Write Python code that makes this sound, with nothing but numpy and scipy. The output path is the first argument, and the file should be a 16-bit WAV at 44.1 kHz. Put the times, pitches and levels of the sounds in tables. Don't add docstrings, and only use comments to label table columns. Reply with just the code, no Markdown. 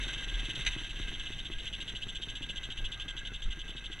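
import sys
import numpy as np
from scipy import signal
from scipy.fft import rfft, irfft
from scipy.io import wavfile
from scipy.ndimage import map_coordinates

SR = 44100
rng = np.random.default_rng(int(sys.argv[2]) if len(sys.argv) > 2 else 0)


def wav_out(sig):
    wavfile.write(sys.argv[1], SR, np.round(np.clip(np.atleast_2d(sig).T, -1, 1) * 32767).astype(np.int16))


N = 176400
TIME = np.arange(N) / SR
VALVES_OPEN, FIRES_AT = .325, .79


def amp(db):
    return 10 ** (np.asarray(db) / 20)


def unit(x):
    return x / np.sqrt(np.mean(x ** 2) + 1e-20)


def level(points):
    return amp(np.interp(TIME, *np.transpose(points)))


def colour(x, points):
    f, db = np.transpose(points)
    hz = abs(np.fft.fftfreq(8192, 1 / SR))
    log_gain = np.log(amp(np.interp(np.log(hz + 1), np.log(f), db)))
    minimum_phase = np.exp(np.conj(signal.hilbert(log_gain)))
    response = np.fft.ifft(minimum_phase).real[:len(hz) // 2]
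    return signal.fftconvolve(x, response / np.linalg.norm(response))[:N]


def blows(times, sizes):
    out, at = np.zeros(N), np.round(np.asarray(times) * SR).astype(int)
    inside = (at >= 0) & (at < N)
    np.add.at(out, at[inside], (sizes * np.ones(len(at)))[inside])
    return out


def scatter(x, t60, wet_db, count=5):
    t, spot = TIME[:SR // 10], rng.integers(0, count, N)
    tails = rng.standard_normal((count, len(t))) * amp(-60 * t / t60)
    wet = sum(signal.oaconvolve(x * (spot == k), tail / np.linalg.norm(tail))[:N]
              for k, tail in enumerate(tails))
    return x + amp(wet_db) * wet


def mode(x, hz, t60):
    r, angle = np.exp(-np.log(1000) / (t60 * SR)), 2 * np.pi * hz / SR
    return signal.lfilter([0, np.sin(angle)], [1, -2 * r * np.cos(angle), r * r], x + 1e-18)


def drift(rate_hz):
    hz = np.fft.rfftfreq(N, 1 / SR)
    return unit(irfft(rfft(rng.standard_normal(N)) * np.exp(-(hz / rate_hz) ** 2), N))


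def when(cycle, marks):
    return np.interp(marks, cycle, TIME, left=-1, right=-1)


def pelting(cycle, per_s=1700, spread_db=3.5, lift_db=1):
    hits = (rng.random(N) < per_s / SR) * rng.choice([-1, 1], N)
    force = hits * amp(spread_db * np.clip(rng.standard_normal(N), -2, 2))
    return force * amp(lift_db * (cycle % 1 < VALVES_OPEN) + 1.6 * drift(rate_hz=33))


# f/Hz, relative level/dB, t60/s
CASE_MODES = [(990, -39, 0.3), (1612.6, 8, 0.052), (2029, 3.5, 0.033), (2110, -4.5, 0.025), (2614, 4, 0.14),
              (2980, -14, 0.089), (3210, -5.5, 0.058), (5800, -16, .05), (6208, -14, 0.037)]

def case_ring(force, wander=.013):
    modes = sum(amp(db) * mode(force, hz, t60) / np.sqrt(t60) for hz, db, t60 in CASE_MODES)
    read_at = np.cumsum(1 + wander * drift(rate_hz=18))
    return map_coordinates(modes, [read_at], mode="mirror")


# f/Hz, relative level/dB
RATTLE_COLOUR = [(300, -9), (800, -20.5), (1330, -21.5), (1540, -18), (1640, -4.5), (1780, -8), (2050, 5),
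                 (2370, -7), (2600, -1.5), (2760, -1), (3120, 3.5), (3350, -3), (3750, 3.5), (4200, -10),
                 (5200, -25), (5800, -9), (6200, -7), (6700, -17.5), (7200, -20.5), (8000, -16),
                 (10000, -26), (12500, -31.5), (15000, -75)]
# t/s, level/dB
RATTLE_LEVEL = [(0, -42), (.3, -46), (.6, -44), (.73, -43.5), (.9, -46.5), (1.2, -46.5), (1.45, -50),
                (2.2, -50.5), (2.9, -53), (3.12, -54.5), (3.5, -54), (4, -53)]
RING_LEVEL = [(0, -43.5), (.3, -49.5), (.55, -50.5), (.76, -46.5), (.9, -53.5), (1.25, -51), (1.5, -55),
              (2.4, -54.5), (2.85, -53), (3.0, -51.5), (3.11, -52.5), (3.3, -52), (3.6, -55.5), (4, -53)]

def case_clatter(cycle):
    rattle = colour(scatter(pelting(cycle), t60=0.031, wet_db=1), RATTLE_COLOUR)
    ring = case_ring(pelting(cycle))
    return unit(rattle) * level(RATTLE_LEVEL) + unit(ring) * level(RING_LEVEL)


# t/s, level/dB
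THROB_LEVEL = [(0, -37), (.22, -45), (.37, -30), (.55, -53), (.68, -35), (.85, -59), (1.03, -35.5),
               (1.4, -60), (2.0, -48), (2.6, -48), (3.0, -49), (4, -59)]
# multiple of the cycle rate, level/dB at top revs, level/dB at idle
THROB_ORDERS = [(1, -76, -50.5), (3, -64, -44.5), (5, -72, -66), (6, -69, -60.5), (7, -69, -84)]

def crank_throb(cycle, rpm, phase_turns=0.16):
    gain = level(THROB_LEVEL) * amp(1.7 * drift(rate_hz=24))
    crank = gain * np.cos(2 * np.pi * (2 * cycle + phase_turns))
    idle = (rpm.max() - rpm) / np.ptp(rpm)
    for order, fast_db, idle_db in THROB_ORDERS:
        db = fast_db + (idle_db - fast_db) * idle + 1.6 * drift(rate_hz=13)
        crank += amp(db) * np.cos(2 * np.pi * (order * cycle + rng.random()))
    return np.sqrt(2) * crank


# t/s, level/dB
WIND_LEVEL = [(0, -52), (.7, -42.5), (1.0, -45), (1.3, -40.5), (1.58, -39.5), (1.8, -49.5), (2.65, -48),
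              (2.83, -34.5), (3.0, -63), (3.42, -52), (3.45, -31.5), (3.51, -30.5), (3.54, -57), (4, -51.5)]
# f/Hz, relative level/dB
WIND_COLOUR = [(8, -2.5), (18, 0), (35, -2.5), (50, -12.5), (70, -25), (120, -28), (300, -42.5),
               (1000, -99)]
ROAD_COLOUR = [(30, -10), (70, -5), (115, 1), (160, -4), (240, -8), (330, -12), (500, -17.5), (800, -20),
               (1300, -26.5), (3000, -37), (12000, -46)]

def wind_and_road():
    wind = unit(colour(rng.standard_normal(N), WIND_COLOUR)) * level(WIND_LEVEL)
    road = unit(colour(rng.standard_normal(N), ROAD_COLOUR)) * amp(1.9 * drift(rate_hz=27))
    return wind + road * level([(0, -51), (1.1, -55), (1.7, -54), (4, -56.5)])


# t/s, relative level/dB
STRONG_FIRINGS = [(0.018, -30), (.069, -19.5), (.273, -22), (0.431, -18.5), (0.486, -16), (.595, -16),
                  (.764, -13.5), (0.815, -22), (.876, -23), (.999, -14), (1.082, -20), (1.118, -14),
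                  (1.304, -21.5), (1.501, -19), (1.788, -20), (1.937, -18), (2.068, -17), (2.2, -20.5),
                  (2.273, -19.5), (2.409, -17), (2.689, -17.5), (3.059, -22), (3.151, -25), (3.318, -18.5),
                  (3.692, -29), (3.751, -19), (3.900, -17.5)]
# f/Hz, relative level/dB
EXHAUST_COLOUR = [(30, -5), (70, -3.5), (115, 7.5), (160, -0.5), (240, -3), (320, 3), (430, -8), (600, -21),
                  (1000, -21), (2000, -15), (5000, -84)]

def exhaust(cycle, puff_db=-29.5, echo_s=.0045, echo_db=-14.5):
    puff_times = when(cycle, np.arange(int(cycle[-1]) + 1) + FIRES_AT)
    puffs = blows(puff_times, amp(puff_db + 4.0 * rng.standard_normal(len(puff_times))))
    times, db = np.transpose(STRONG_FIRINGS)
    thuds = blows(times, amp(db))
    echoes = blows(times + echo_s, amp(db + echo_db))
    pulses = scatter(puffs + thuds + echoes, t60=0.053, wet_db=-2.5)
    return -amp(-0.5) * colour(pulses, EXHAUST_COLOUR)


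# t/s, relative level/dB
VALVE_LEVEL = [(0, -45), (.6, -44.5), (1.0, -47.5), (1.25, -44.5), (1.42, -46.5), (1.8, -42.5),
               (2.4, -42.5), (3.05, -43), (3.4, -45), (4, -46.5)]
# f/Hz, relative level/dB
TICK_COLOUR = [(600, -34), (1300, -42.5), (1600, -6.5), (1800, -24), (2350, -24), (2620, -6), (2780, -3),
               (3150, 5.5), (3550, 1.5), (3800, -7.5), (4100, -19.5), (4450, -35), (4750, -29), (5200, -53),
               (5750, -31), (6200, -17.5), (6550, -23.5), (7100, -24), (7550, -22), (8400, -29.5),
               (9000, -29), (10200, -45), (11300, -40.5), (12400, -46), (13700, -38), (15000, -36)]
# f/Hz, relative level/dB, t60/s
VALVE_MODES = [(2677, -1.5, 0.031), (2920, -7.5, 0.041), (3180, 1, 0.043), (3440, 0, 0.028),
               (3576, -2, 0.045), (3755, -4, 0.054), (6210, -12.5, 0.027), (7580, -17.5, 0.054)]

def valve_ticks(cycle, count=12, jitter=.25, spread_db=3.5, first_db=1):
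    cycles = np.arange(int(cycle[-1]) + 1)[:, None]
    slip, size, side = rng.standard_normal((3, len(cycles), count))
    tick = np.arange(count)
    marks = cycles + VALVES_OPEN * (tick + jitter * slip * (tick > 0)) / (count - 1)
    tick_db = np.where(tick > 0, spread_db * np.clip(size, -2, 1), first_db)
    force = blows(when(cycle, marks.ravel()), (np.sign(side) * amp(tick_db)).ravel())
    part = rng.integers(0, len(VALVE_MODES), N)
    pings = sum(amp(db) * mode(force * (part == k), hz, t60)
                for k, (hz, db, t60) in enumerate(VALVE_MODES))
    pings = signal.sosfilt(signal.butter(2, 2160, "highpass", fs=SR, output="sos"), pings)
    ticks = colour(scatter(force, t60=0.042, wet_db=8, count=6), TICK_COLOUR)
    return (amp(-2.5) * unit(ticks) + amp(-5) * unit(pings)) * level(VALVE_LEVEL)


# t/s, relative level/dB
BUMPS = [(0.576, -18), (1.029, -25), (1.106, -20.5), (2.498, -20), (2.562, -28), (2.805, -23),
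         (2.828, -23.5), (3.488, -30), (3.694, -21), (3.714, -25.5)]
# f/Hz, relative level/dB
BUMP_COLOUR = [(40, -33), (110, 3.5), (190, -5), (290, -12), (450, -13), (2000, -45)]

def frame_bumps():
    times, db = np.transpose(BUMPS)
    return colour(scatter(blows(times, amp(db)), t60=0.14, wet_db=-2.5), BUMP_COLOUR)


# t/s, relative level/dB
KNOCKS = [(.6505, -14), (0.6625, -14), (.6642, -10.5), (.6662, -5), (.6695, -10), (.6725, -11),
          (0.6756, -7.5), (.6795, -12), (0.687, -13)]
# f/Hz, relative level/dB
CLACK_COLOUR = [(300, -22), (700, -27), (1000, -31), (1350, -21), (1600, -4.5), (1760, -15.5), (2060, 3),
                (2350, -5.5), (2600, 3.5), (3000, -1), (3350, -14), (3780, 1.5), (4200, -16), (5200, -25.5),
                (5800, -15.5), (6200, -4), (6700, -30), (8300, -24.5), (10000, -34), (15000, -50)]
# f/Hz, relative level/dB, t60/s
CLACK_MODES = [(995, -54.5, 0.67), (2030, -29.5, 0.11), (6208, -50, 0.067)]

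def drive_clack():
    times, db = np.transpose(KNOCKS)
    force = scatter(blows(times, amp(db)), t60=0.023, wet_db=4)
    hardest = blows([times[np.argmax(db)]], 0.86)
    ring = sum(amp(mode_db) * mode(hardest, hz, t60) for hz, mode_db, t60 in CLACK_MODES)
    return amp(-3.5) * colour(force, CLACK_COLOUR) + ring


# t/s, length/s, first f/Hz, last f/Hz, level/dB
SQUEAKS = [(2.955, 0.062, 1347, 1135, -59), (3.052, 0.017, 1270, 1320, -57),
           (3.275, 0.062, 1530, 1496, -54.5), (3.45, 0.039, 1300, 1346, -59)]

def squeaks(roughness=0.0398):
    out = np.zeros(N)
    waver = 1 + roughness * drift(rate_hz=199.5)
    for start, length, first_hz, last_hz, db in SQUEAKS:
        progress = np.clip((TIME - start) / length, 0, 1)
        hz = (first_hz + (last_hz - first_hz) * progress) * waver
        tone = np.sqrt(2) * np.sin(2 * np.pi * np.cumsum(hz) / SR)
        out += amp(db) * np.sin(np.pi * progress) * tone
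    return out


# t/s, speed/rpm
RPM = [(0.0, 2466), (0.25, 2280), (0.65, 2169), (0.95, 1973), (1.2, 2007), (1.4, 1820), (1.6, 1710),
       (1.82, 1562), (2.03, 1834), (2.3, 1741), (2.47, 1793), (2.6, 1648), (2.8, 1727), (3.03, 1404),
       (3.38, 1436), (3.68, 1345), (3.82, 1583), (4.0, 1647)]

def scene(start_cycle=.41, left_delay_s=2.27e-5):
    rpm = np.interp(TIME, *np.transpose(RPM))
    cycle = start_cycle + np.cumsum(rpm / 60 / 2) / SR
    metal = valve_ticks(cycle) + case_clatter(cycle) + drive_clack() + squeaks()
    bass = exhaust(cycle) + crank_throb(cycle, rpm) + frame_bumps() + wind_and_road()
    metal_left = np.interp(TIME - left_delay_s, TIME, metal)
    return np.array([metal_left, metal]) + bass


def record(dry, edge_hz=14800):
    lowpass = signal.firwin(511, edge_hz, window=("kaiser", 9), fs=SR)
    return signal.oaconvolve(dry, lowpass[None], "same")


dry = scene()
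out = record(dry)
wav_out(out)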